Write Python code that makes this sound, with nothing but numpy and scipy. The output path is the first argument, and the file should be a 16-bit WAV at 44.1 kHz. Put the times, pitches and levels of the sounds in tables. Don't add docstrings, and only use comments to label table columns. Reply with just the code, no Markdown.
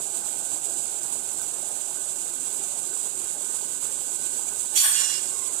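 import sys
import numpy as np
from scipy import signal
from scipy.fft import rfft, irfft, next_fast_len
from scipy.io import wavfile
from scipy.ndimage import uniform_filter1d

SR = 44100
rng = np.random.default_rng(int(sys.argv[2]) if len(sys.argv) > 2 else 0)


def volts_from_db(level):
    exponent = np.asarray(level, float) / 20
    return 10 ** exponent


def master(y):
    cut = np.clip(np.atleast_2d(y).T, -1, 1)
    pcm = np.round(cut * 32767)
    wavfile.write(sys.argv[1], SR, pcm.astype(np.int16))


N = 246959
TIME = np.arange(N) / SR

# (time [s], level [dB])
HEAT = [(0, 0), (.6, 0.25), (1.9, -0.9), (2.6, 0), (3.1, -0.47), (4.2, 0.4), (4.7, 1.3), (5.6, 1)]
# (time [s], fizz [dB], rumble [dB])
SURGES = [(0.116, -0.5, -4.5), (0.169, 3, 4), (0.232, -1.5, 1), (0.428, -2.5, 1), (0.532, 3, 3),
          (0.605, -3.5, -3), (0.654, 3.5, 0.5), (0.783, 3, -3), (1.004, -2, -2), (1.133, 4, 0.7),
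          (1.435, 2.5, 1.5), (1.559, -1.5, 1), (2.32, -2.5, -1), (2.53, 1.3, -0.5), (2.641, 3.5, 1.3),
          (3.062, 4, 4), (3.124, -2, -1), (3.185, 1.7, 0.5), (3.384, -2, 0), (3.551, 4, 3.5),
          (3.799, -3, -2.5), (3.847, 4.5, 5.5), (4.027, -1.5, -2.5), (4.174, -1.5, -2.5), (4.267, 3.5, 2.5),
          (4.383, 1.6, 0), (4.44, -2, -0.5), (4.513, -1.8, 6), (4.607, 4, -1.5), (4.69, -1.5, -7.5)]
SURGE_S = 0.011


def evened(x):
    return x / np.sqrt(np.mean(x ** 2, axis=-1, keepdims=True) + 1e-20)


def read(points, hz, order=1):
    table = np.transpose(points)
    return np.interp(np.log(hz + 1), np.log(table[0] + 1), table[order])


def along(rows):
    return np.interp(TIME, *np.transpose(rows))


def colour(x, gain_db):
    size = 4096
    hz = abs(np.fft.fftfreq(size, 1 / SR))
    log_gain = np.log(volts_from_db(np.maximum(gain_db(hz), -150)))
    taps = np.fft.ifft(np.exp(log_gain - 1j * signal.hilbert(log_gain).imag)).real
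    return signal.oaconvolve(x, taps * np.sqrt(SR / 2))[:len(x)]


def flutter(low_hz, high_hz):
    t = TIME[::64]
    hz = np.geomspace(low_hz, high_hz, num=40)[:, None]
    waves = np.sin(2 * np.pi * (hz * t + rng.random(hz.shape))) * hz ** -.3
    return np.interp(TIME, t, evened(waves.sum(0)))


def bumps(s, db, width_s):
    t = TIME[::64]
    return np.interp(TIME, t, db @ np.exp(-.5 * ((t - s[:, None]) / width_s) ** 2))


def clicks(per_s, spread_db, wash, size=N):
    big = volts_from_db(spread_db * np.minimum(rng.exponential(1, size), 5)) * rng.choice([-1., 1.], size)
    bursts = evened(big * (rng.random(size) < per_s / SR))
    return np.sqrt(1 - wash) * bursts + np.sqrt(wash) * rng.standard_normal(size)


def blips(per_s, db):
    out = np.zeros(N)
    for hz in np.geomspace(250, 1500, num=10):
        cycles = hz * np.arange(round(7 * SR / hz)) / SR
        shape = np.sin(2 * np.pi * cycles * (1 + 0.036 * cycles)) * cycles * np.exp(-cycles / 1.15)
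        shape /= np.linalg.norm(shape)
        out += signal.oaconvolve(clicks(per_s / 10, 2.3, 0), shape)[:N] * np.sqrt(hz)
    return volts_from_db(db) * evened(out)


def boil():
    # (frequency [Hz], density [dB per Hz])
    boil_left = [(30, -97), (70, -95), (130, -79), (200, -83.5), (280, -80.5), (450, -76), (540, -81.5),
                 (720, -78.5), (950, -77.5), (1150, -83), (1400, -81), (1700, -82.5), (2000, -96.5)]
    boil_right = [(30, -97), (70, -90.5), (130, -77.5), (200, -80.5), (280, -83.5), (450, -76),
                  (540, -76.5), (720, -80.5), (950, -78.5), (1150, -82), (1400, -82), (1700, -92.5),
                  (2000, -87)]
    # (frequency [Hz], correlation [-1..1])
    likeness = [(60, .9), (130, 0.85), (290, 1), (640, 0.98), (1410, .6), (3100, 0.092), (6820, 0.01),
                (15000, -0.1)]
    # (frequency [Hz], width [Hz], left lift [dB], right lift [dB])
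    hollows = [(131.3, 13, 3, -3.5), (266.7, 30, 8.5, 9), (345.3, 16, 8, 9.5), (378, 7.8, 10, 10),
               (601.5, 13, 11.5, 1), (643, 22, 9.5, 0.5), (822, 47, 5.5, 7), (1514.4, 24.4, -2.5, 20),
               (1539, 14, 11.5, 3.5)]
    # (time [s], level [dB])
    small_bubbles = [(0, 4.5), (2, 3), (3.5, -3.5), (5.25, -3), (5.6, 2)]
    # (time [s], level [dB])
    heaves = [
        (0.0, 4),
        (.045, -3),
        (.69, 3),
        (1.051, 6),
        (3.501, 4.5),
        (4.51, -2),
    ]
    heave_s, churn_follows, port_lag_n = 0.0086, 0.67, 8
    hop, size = 256, 2048
    frames, hz = N // hop + 10, np.fft.rfftfreq(size, 1 / SR)[:160]

    a, b, c, d, patches = rng.standard_normal((frames, len(hz), 5)).T
    patches = uniform_filter1d(uniform_filter1d(patches, size=8, axis=0), size=10, axis=1)
    small_db = np.interp((np.arange(frames) - 4) * hop / SR, *np.transpose(small_bubbles))
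    small_db = small_db * np.exp(-(np.log(hz[:, None] / 720 + 1e-9) / 0.2) ** 2)
    same, left = np.clip(read(likeness, hz), -1, 1)[:, None], a + 1j * b
    right = same * left + np.sqrt(1 - same ** 2) * (c + 1j * d)
    z = np.array([left, right]) * volts_from_db(0.72 * patches / patches.std() + small_db)
    z = np.pad(z, ((0, 0), (0, size // 2 + 1 - len(hz)), (0, 0)))
    noise = signal.istft(z, nperseg=size, noverlap=size - hop)[1][:, :N]
    white = (evened(noise) + blips(150, db=-8.5)) * np.sqrt(hz[-1] / (SR / 2))
    white[1] = np.roll(white[1], port_lag_n)

    s, _, surge_db = np.transpose(SURGES)
    churn_db = churn_follows * along(HEAT) + bumps(s, surge_db, SURGE_S)
    churn_db += bumps(*np.transpose(heaves), heave_s)
    white = white * volts_from_db(churn_db + .5 * flutter(4, 30))

    ports, size = [], next_fast_len(N)
    f = np.fft.rfftfreq(size, 1 / SR)
    for k, table in enumerate((boil_left, boil_right)):
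        lift_db = sum(h[2 + k] / (1 + (2 * (f - h[0]) / h[1]) ** 2) for h in hollows)
        cut_db = 40 * np.maximum(np.log2((f + 1) / table[-1][0]), 0)
        gain = volts_from_db(read(table, f) - 2.0 + lift_db - cut_db) * np.sqrt(SR / 2)
        ports.append(irfft(rfft(white[k], size) * gain, size)[:N])
    return np.array(ports)


def walls(x, echo_db, last_s):
    taps = np.zeros(1024)
    at = (rng.uniform(.05, 1, 12) * min(last_s * SR, 1000)).astype(int)
    taps[at] = volts_from_db(echo_db) * rng.choice([-1., 1.], 12)
    taps[0] = 1
    return signal.oaconvolve(x, taps / np.linalg.norm(taps))[:N]


def fizz():
    # (frequency [Hz], density [dB per Hz])
    fizz_left = [(1900, -97), (2300, -87), (3200, -89), (3600, -84), (4600, -88), (5200, -87), (5650, -100),
                 (6200, -91), (7500, -91), (10500, -84.5), (12000, -90.5), (13500, -90), (14600, -92),
                 (15300, -90)]
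    fizz_right = [(2000, -89), (2700, -79), (3700, -79), (4600, -80.5), (5600, -82.5), (6400, -73.5),
                  (7200, -64), (7900, -60), (8800, -65), (10200, -70), (11800, -78.5), (13500, -82),
                  (15000, -85.5), (15700, -89)]
    sizes_hz = ((10, 4500), (4500, 9500), (9500, 21000))
    s, surge_db, _ = np.transpose(SURGES)
    gust_db = along(HEAT) + bumps(s, surge_db, SURGE_S) + 0.9 * flutter(6.6, 60)
    ports = []
    for table, follow, db in ((fizz_left, .6, .1), (fizz_right, .9, -.1)):
        bursts = clicks(5000, 4.25, 0.76) * volts_from_db(db + follow * gust_db)
        spray = np.zeros(N)
        for band_hz in sizes_hz:
            sos = signal.butter(1, band_hz, "bandpass", fs=SR, output="sos")
            spray += signal.sosfiltfilt(sos, bursts) * volts_from_db(0.67 * flutter(3.3, 50))

        def port_db(hz):
            return read(table, hz) - 18 * np.maximum(np.log2(table[0][0] / (hz + 1)), 0)

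        ports.append(colour(walls(spray, echo_db=-24, last_s=0.01), port_db))
    return np.array(ports)


def squeaks():
    # (start [s], length [s], pitch [Hz], glide [Hz per s], level [dB])
    rubs = [
        (4.707, 0.081, 807, -200, -49),
        (5.279, 0.27, 1122, -330, -50),
        (5.552, .1, 1370, 302, -53),
    ]
    out = np.zeros((2, N))
    for start, length, hz, glide, db in rubs:
        t = np.clip(TIME - start, 0, length)
        turns = np.cumsum((hz + glide * t) * (1 + .045 * flutter(10, 120))) / SR
        swell = np.sqrt(abs(np.sin(np.pi * t / length))) * (t < length)
        level = swell * volts_from_db(db + 2.5 * flutter(15, 80))
        tone, octave = np.sin(2 * np.pi * turns), np.sin(4 * np.pi * turns)
        out += np.sqrt(2) * level * np.array([volts_from_db(-4) * (tone + .3 * octave), tone + .45 * octave])
    return out


def rings():
    # (start [s], mode [Hz], left [dB], right [dB], t60 [s])
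    taps = [
        (4.758, 3351, -30, -21.5, 0.55),
        (4.771, 4519, -23.5, -31, 0.36),
        (4.8, 12200, -23, -30, .3),
        (4.835, 9600, -18, -27, 0.11),
        (4.925, 4519, -32, -24, 0.25),
        (4.956, 2841, -41, -25, 0.98),
        (4.975, 5234, -44.5, -29.5, 2.4),
        (5.0, 7103, -57, -18.5, 0.81),
        (5.09, 3990, -54, -33, 0.33),
    ]
    damp_s, damp_db = 5.184, -10.5
    out = np.zeros((2, N))
    for start, hz, left_db, right_db, t60 in taps:
        at = round(start * SR)
        t = TIME[:min(N - at, SR // 2)]
        waver_db = 2.2 * np.sin(2 * np.pi * (rng.uniform(8.6, 21.3) * t + rng.random()))
        fade_db = -60 * t / t60 + damp_db * np.clip((t + start - damp_s) / 0.011, 0, 1) + waver_db
        tone = np.sin(2 * np.pi * (hz * t + rng.random((2, 1)))) * np.minimum(t / .004, 1) * volts_from_db(fade_db)
        out[:, at:at + len(t)] += np.sqrt(2) * volts_from_db(np.array([[left_db], [right_db]])) * tone
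    return out


def pressure(touch, db, blow_db, hold, sag_db, rise, release, lag, blow_s):
    t = TIME - touch
    shape_db = rise * np.minimum(t, 0) - sag_db * np.clip(t / hold, 0, 1) ** 2
    shape_db -= release * np.maximum(t - hold, 0)
    return volts_from_db(db + shape_db + blow_db * np.exp(-.5 * ((t - lag) / blow_s) ** 2))


def spatula():
    # (touch [s], force [dB], first blow [dB], hold [s], sag over the hold [dB])
    moves = [
        (4.761, 3, 2, 0.067, 5),
        (4.838, 3, 0.5, 0.1, 9),
        (4.939, 5.5, 3, 0.28, 20),
    ]
    # (left [dB], right [dB])
    move_port_db = [
        (-1, 14),
        (4.5, 8),
        (-7.5, 4.1),
    ]
    # (frequency [Hz], width [Hz])
    pan_modes = [(850, 50), (1118, 35), (1515, 40), (1730, 90), (2841, 10), (3351, 16), (3640, 30),
                 (3990, 20), (4519, 16), (5234, 8), (5765, 16), (6212, 25), (7103, 60), (7500, 60),
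                 (7810, 40), (8344, 60), (9117, 20), (9519, 20), (9680, 40), (10190, 20), (11000, 40),
                 (12200, 12), (12600, 50), (13135, 35), (13800, 40), (14690, 50)]
    # (strike [dB], knock [dB], drag [dB], left minus right [dB])
    speak_db = [(-72, -59, -62.5, 10), (-57, -51.5, -54, 8.5), (-65, -53, -51.5, 10.5),
                (-62, -44.5, -45.5, 4), (-51, -64, -53, 5), (-52.5, -45, -44.5, 3), (-48, -46.5, -51, 3.5),
                (-43, -60, -46, -10), (-48, -52, -41.5, -1), (-42.5, -51.5, -55, 3.5),
                (-35, -37, -37.5, -6), (-38, -43, -47, -19), (-22.5, -26, -25.5, -18.5),
                (-26.5, -44, -38, -15), (-36, -54, -43, -19), (-26, -21.5, -28, -16),
                (-35, -24, -54, -18.5), (-28, -36, -45, -10), (-46, -26, -33.5, -9), (-29.5, -38, -52, -6),
                (-39, -42.5, -45, 1), (-42, -60, -49, 5.5), (-31, -45, -55, -13), (-52, -49, -50, -6),
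                (-49, -37.5, -49, -5), (-58, -39, -66, -11)]
    # (frequency [Hz], strike, knock, drag [dB per Hz], left minus right [dB])
    scratch = [(497, -92, -91, -93.5, -4.5), (1013, -91, -91, -95.5, -5), (2165, -71.5, -76, -71, -1.5),
               (2990, -67, -72, -71.5, 3.5), (3500, -63.5, -72, -69.5, -2.8), (3940, -71, -75.5, -74, -3),
               (4300, -65.5, -70, -67.5, 2), (4910, -79, -80.5, -75.5, -2.5), (5420, -64, -65, -66.5, -6),
               (7100, -58, -67, -65, -23), (8350, -65, -56, -56, -19), (9600, -69, -68, -69.5, -20),
               (11400, -74, -65, -73.5, -3.5), (13600, -70, -72, -80, -0.5),
               (14900, -75, -88.5, -99, -14.5)]
    rise_db_per_s, release_db_per_s = (3000, 646, 858), (520, 190, 144)
    blow_lag_s, blow_s = (0.012, 0.0043, 0.074), (0.0029, 0.0014, 0.024)
    shade_db = -4

    start = round(4.6 * SR)
    t, size, out = TIME[start:], N - start, np.zeros((2, N))
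    judder = volts_from_db(.9 * flutter(20, 150))
    rules = zip(moves, rise_db_per_s, release_db_per_s, blow_lag_s, blow_s)
    forces = np.array([pressure(*row, *rule) * judder for row, *rule in rules])[:, start:]
    shade = np.clip((moves[0][0] - t) / blow_lag_s[0] + 1, 0, 1)
    for port, (side, blur) in enumerate(((0.93, 1.06), (0.013, 1.35))):
        force = forces * volts_from_db(np.array(move_port_db)[:, port])[:, None]
        force[0] *= volts_from_db(side * shade_db * shade)
        for (hz, width), (*levels_db, lean_db) in zip(pan_modes, speak_db):
            width_hz = width * blur * (1 + (side + .25) * (hz / 7000) ** 2)
            r = np.exp(-np.pi * width_hz / SR)
            drive = np.sqrt(volts_from_db(np.array(levels_db) + side * lean_db) ** 2 @ force ** 2)
            drive *= volts_from_db(-8e-3 * max(hz - 6000, 0) * np.maximum(t - 4.98, 0))
            slips = drive * clicks(1700, 3.5, 0.43, size=size)
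            ring = signal.lfilter([1], [1, -r * np.exp(2j * np.pi * hz / SR)], slips)
            stored = np.sqrt(signal.lfilter([1], [1, -r ** 2], drive ** 2))
            ring *= (stored / (abs(ring) + 1e-12)) ** (.4 - .35 * side)
            out[port, start:] += ring.real * np.sqrt(2 * (1 - r ** 2))
        for k in range(3):

            def grit_db(hz):
                return read(scratch, hz, order=k + 1) + side * read(scratch, hz, order=4)

            out[port, start:] += colour(force[k] * clicks(6000, 1.0, 0.61, size=size), grit_db)
    return out


def scene():
    lowcut = signal.butter(3, 500, "highpass", fs=SR, output="sos")
    return fizz() + boil() + signal.sosfilt(lowcut, spatula()) + rings() + squeaks()


def gate(x):
    # (frequency [Hz], left [dB], right [dB])
    gate_db = [(800, -40, -40), (1500, -9, -9), (1887, -6.5, -5.5), (2300, -6, -6.5), (3050, -3.5, -9),
               (4020, -4.5, -7.5), (4950, -4.5, -9), (5600, -6, -12), (6500, -5, -14), (8000, -6, -20),
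               (10500, -8.5, -16), (12000, -6, -12), (13200, -1.5, -10), (14200, 2, -10), (15000, 5.5, -8),
               (15400, 9, -1.5), (15700, 14, 8)]
    # (frequency [Hz], left [dB], right [dB])
    over_step_db = [(100, 25, 25), (400, 18, 18), (800, 11, 11), (1100, 2, 2), (1500, -3.5, -3.5),
                    (2200, -4.5, -4.5), (3000, -3.5, -4), (5000, -3.5, -4), (6000, -3.5, 4),
                    (7500, -2.5, 13), (9600, -2.5, 11), (11500, -3.5, -0.5), (13000, -4, -2.5),
                    (15000, -5, -4.5)]
    # (time [s], left [Hz], right [Hz])
    top_sinks = [
        (4.74, 0, 0),
        (4.77, -2500, 100),
        (4.93, -2500, 600),
        (4.96, 1604, 703),
        (5.02, 1600, 1300),
        (5.1, 1095, 1000),
        (5.14, 500, 300),
        (5.25, 0, 0),
    ]
    left_top_hz, hop, band = 15250, 1024, 8
    frames, lead = N // hop + 3, hop - 807
    n, k = np.arange(2 * hop)[:, None] + .5, np.arange(hop) + .5
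    basis = np.sin(np.pi * n / (2 * hop)) * np.cos(np.pi / hop * (n + hop / 2) * k) * np.sqrt(2 / hop)
    cut = np.pad(x, ((0, 0), (lead + hop, (frames + 1) * hop - N - lead - hop))).reshape(2, -1, hop)
    z = np.concatenate([cut[:, :-1], cut[:, 1:]], axis=2) @ basis

    narrow_db = 10 * np.log10((z ** 2).reshape(2, frames, -1, band).mean(3) + 1e-20)
    wide_db = uniform_filter1d(narrow_db, size=11, axis=2)
    luck = uniform_filter1d(rng.standard_normal(narrow_db.shape[1:]), size=3, axis=0)
    luck = uniform_filter1d(luck, size=2, axis=1)
    luck = luck / luck.std()
    hz = (np.arange(hop // band) + .5) * band * SR / (2 * hop)
    s = (np.arange(frames) * hop - lead) / SR
    sink_s, *sinks_hz = np.transpose(top_sinks)
    for port in range(2):
        sink_hz = np.interp(s, sink_s, sinks_hz[port])[:, None]
        limit_db = read(gate_db, hz + sink_hz * np.clip((hz - 11500) / 1500, 0, 1), order=1 + port)
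        shut = narrow_db[port] - wide_db[port] + 3.0 * luck < limit_db
        shut = shut | ((hz > left_top_hz) & (port == 0))
        step = volts_from_db(wide_db[port] - read(over_step_db, hz, order=1 + port) - 1.2 * luck)
        step = np.repeat(step, band, axis=1)
        rounded = np.sign(z[port]) * step * np.floor(abs(z[port]) / step + .4)
        z[port] = rounded * np.repeat(~shut, band, axis=1)
    y = z @ basis.T
    return (y[:, :-1, hop:] + y[:, 1:, :hop]).reshape(2, -1)[:, lead:lead + N]


def roll_off(x):
    return signal.sosfilt(signal.butter(12, 15640, fs=SR, output="sos"), x)


def record(dry):
    duck_from_db, duck_share, duck_smooth_s, recover_db_per_s = -20.5, 0.6, 0.0029, 105
    ceiling, converter_offset = 0.68, .00045
    power = uniform_filter1d(dry[1] ** 2, round(duck_smooth_s * SR))
    power_db = 10 * np.log10(abs(power) + 1e-12)
    fall_db = recover_db_per_s * TIME
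    held_db = np.maximum.accumulate(power_db + fall_db) - fall_db
    over_db = np.maximum(held_db - duck_from_db, 0)
    gain = np.array([np.ones(N), volts_from_db(-duck_share * uniform_filter1d(over_db, size=200))])
    rounded = ceiling * np.tanh(dry * gain / ceiling)
    return roll_off(gate(rounded) + converter_offset)


dry = scene()
out = record(dry)
master(out)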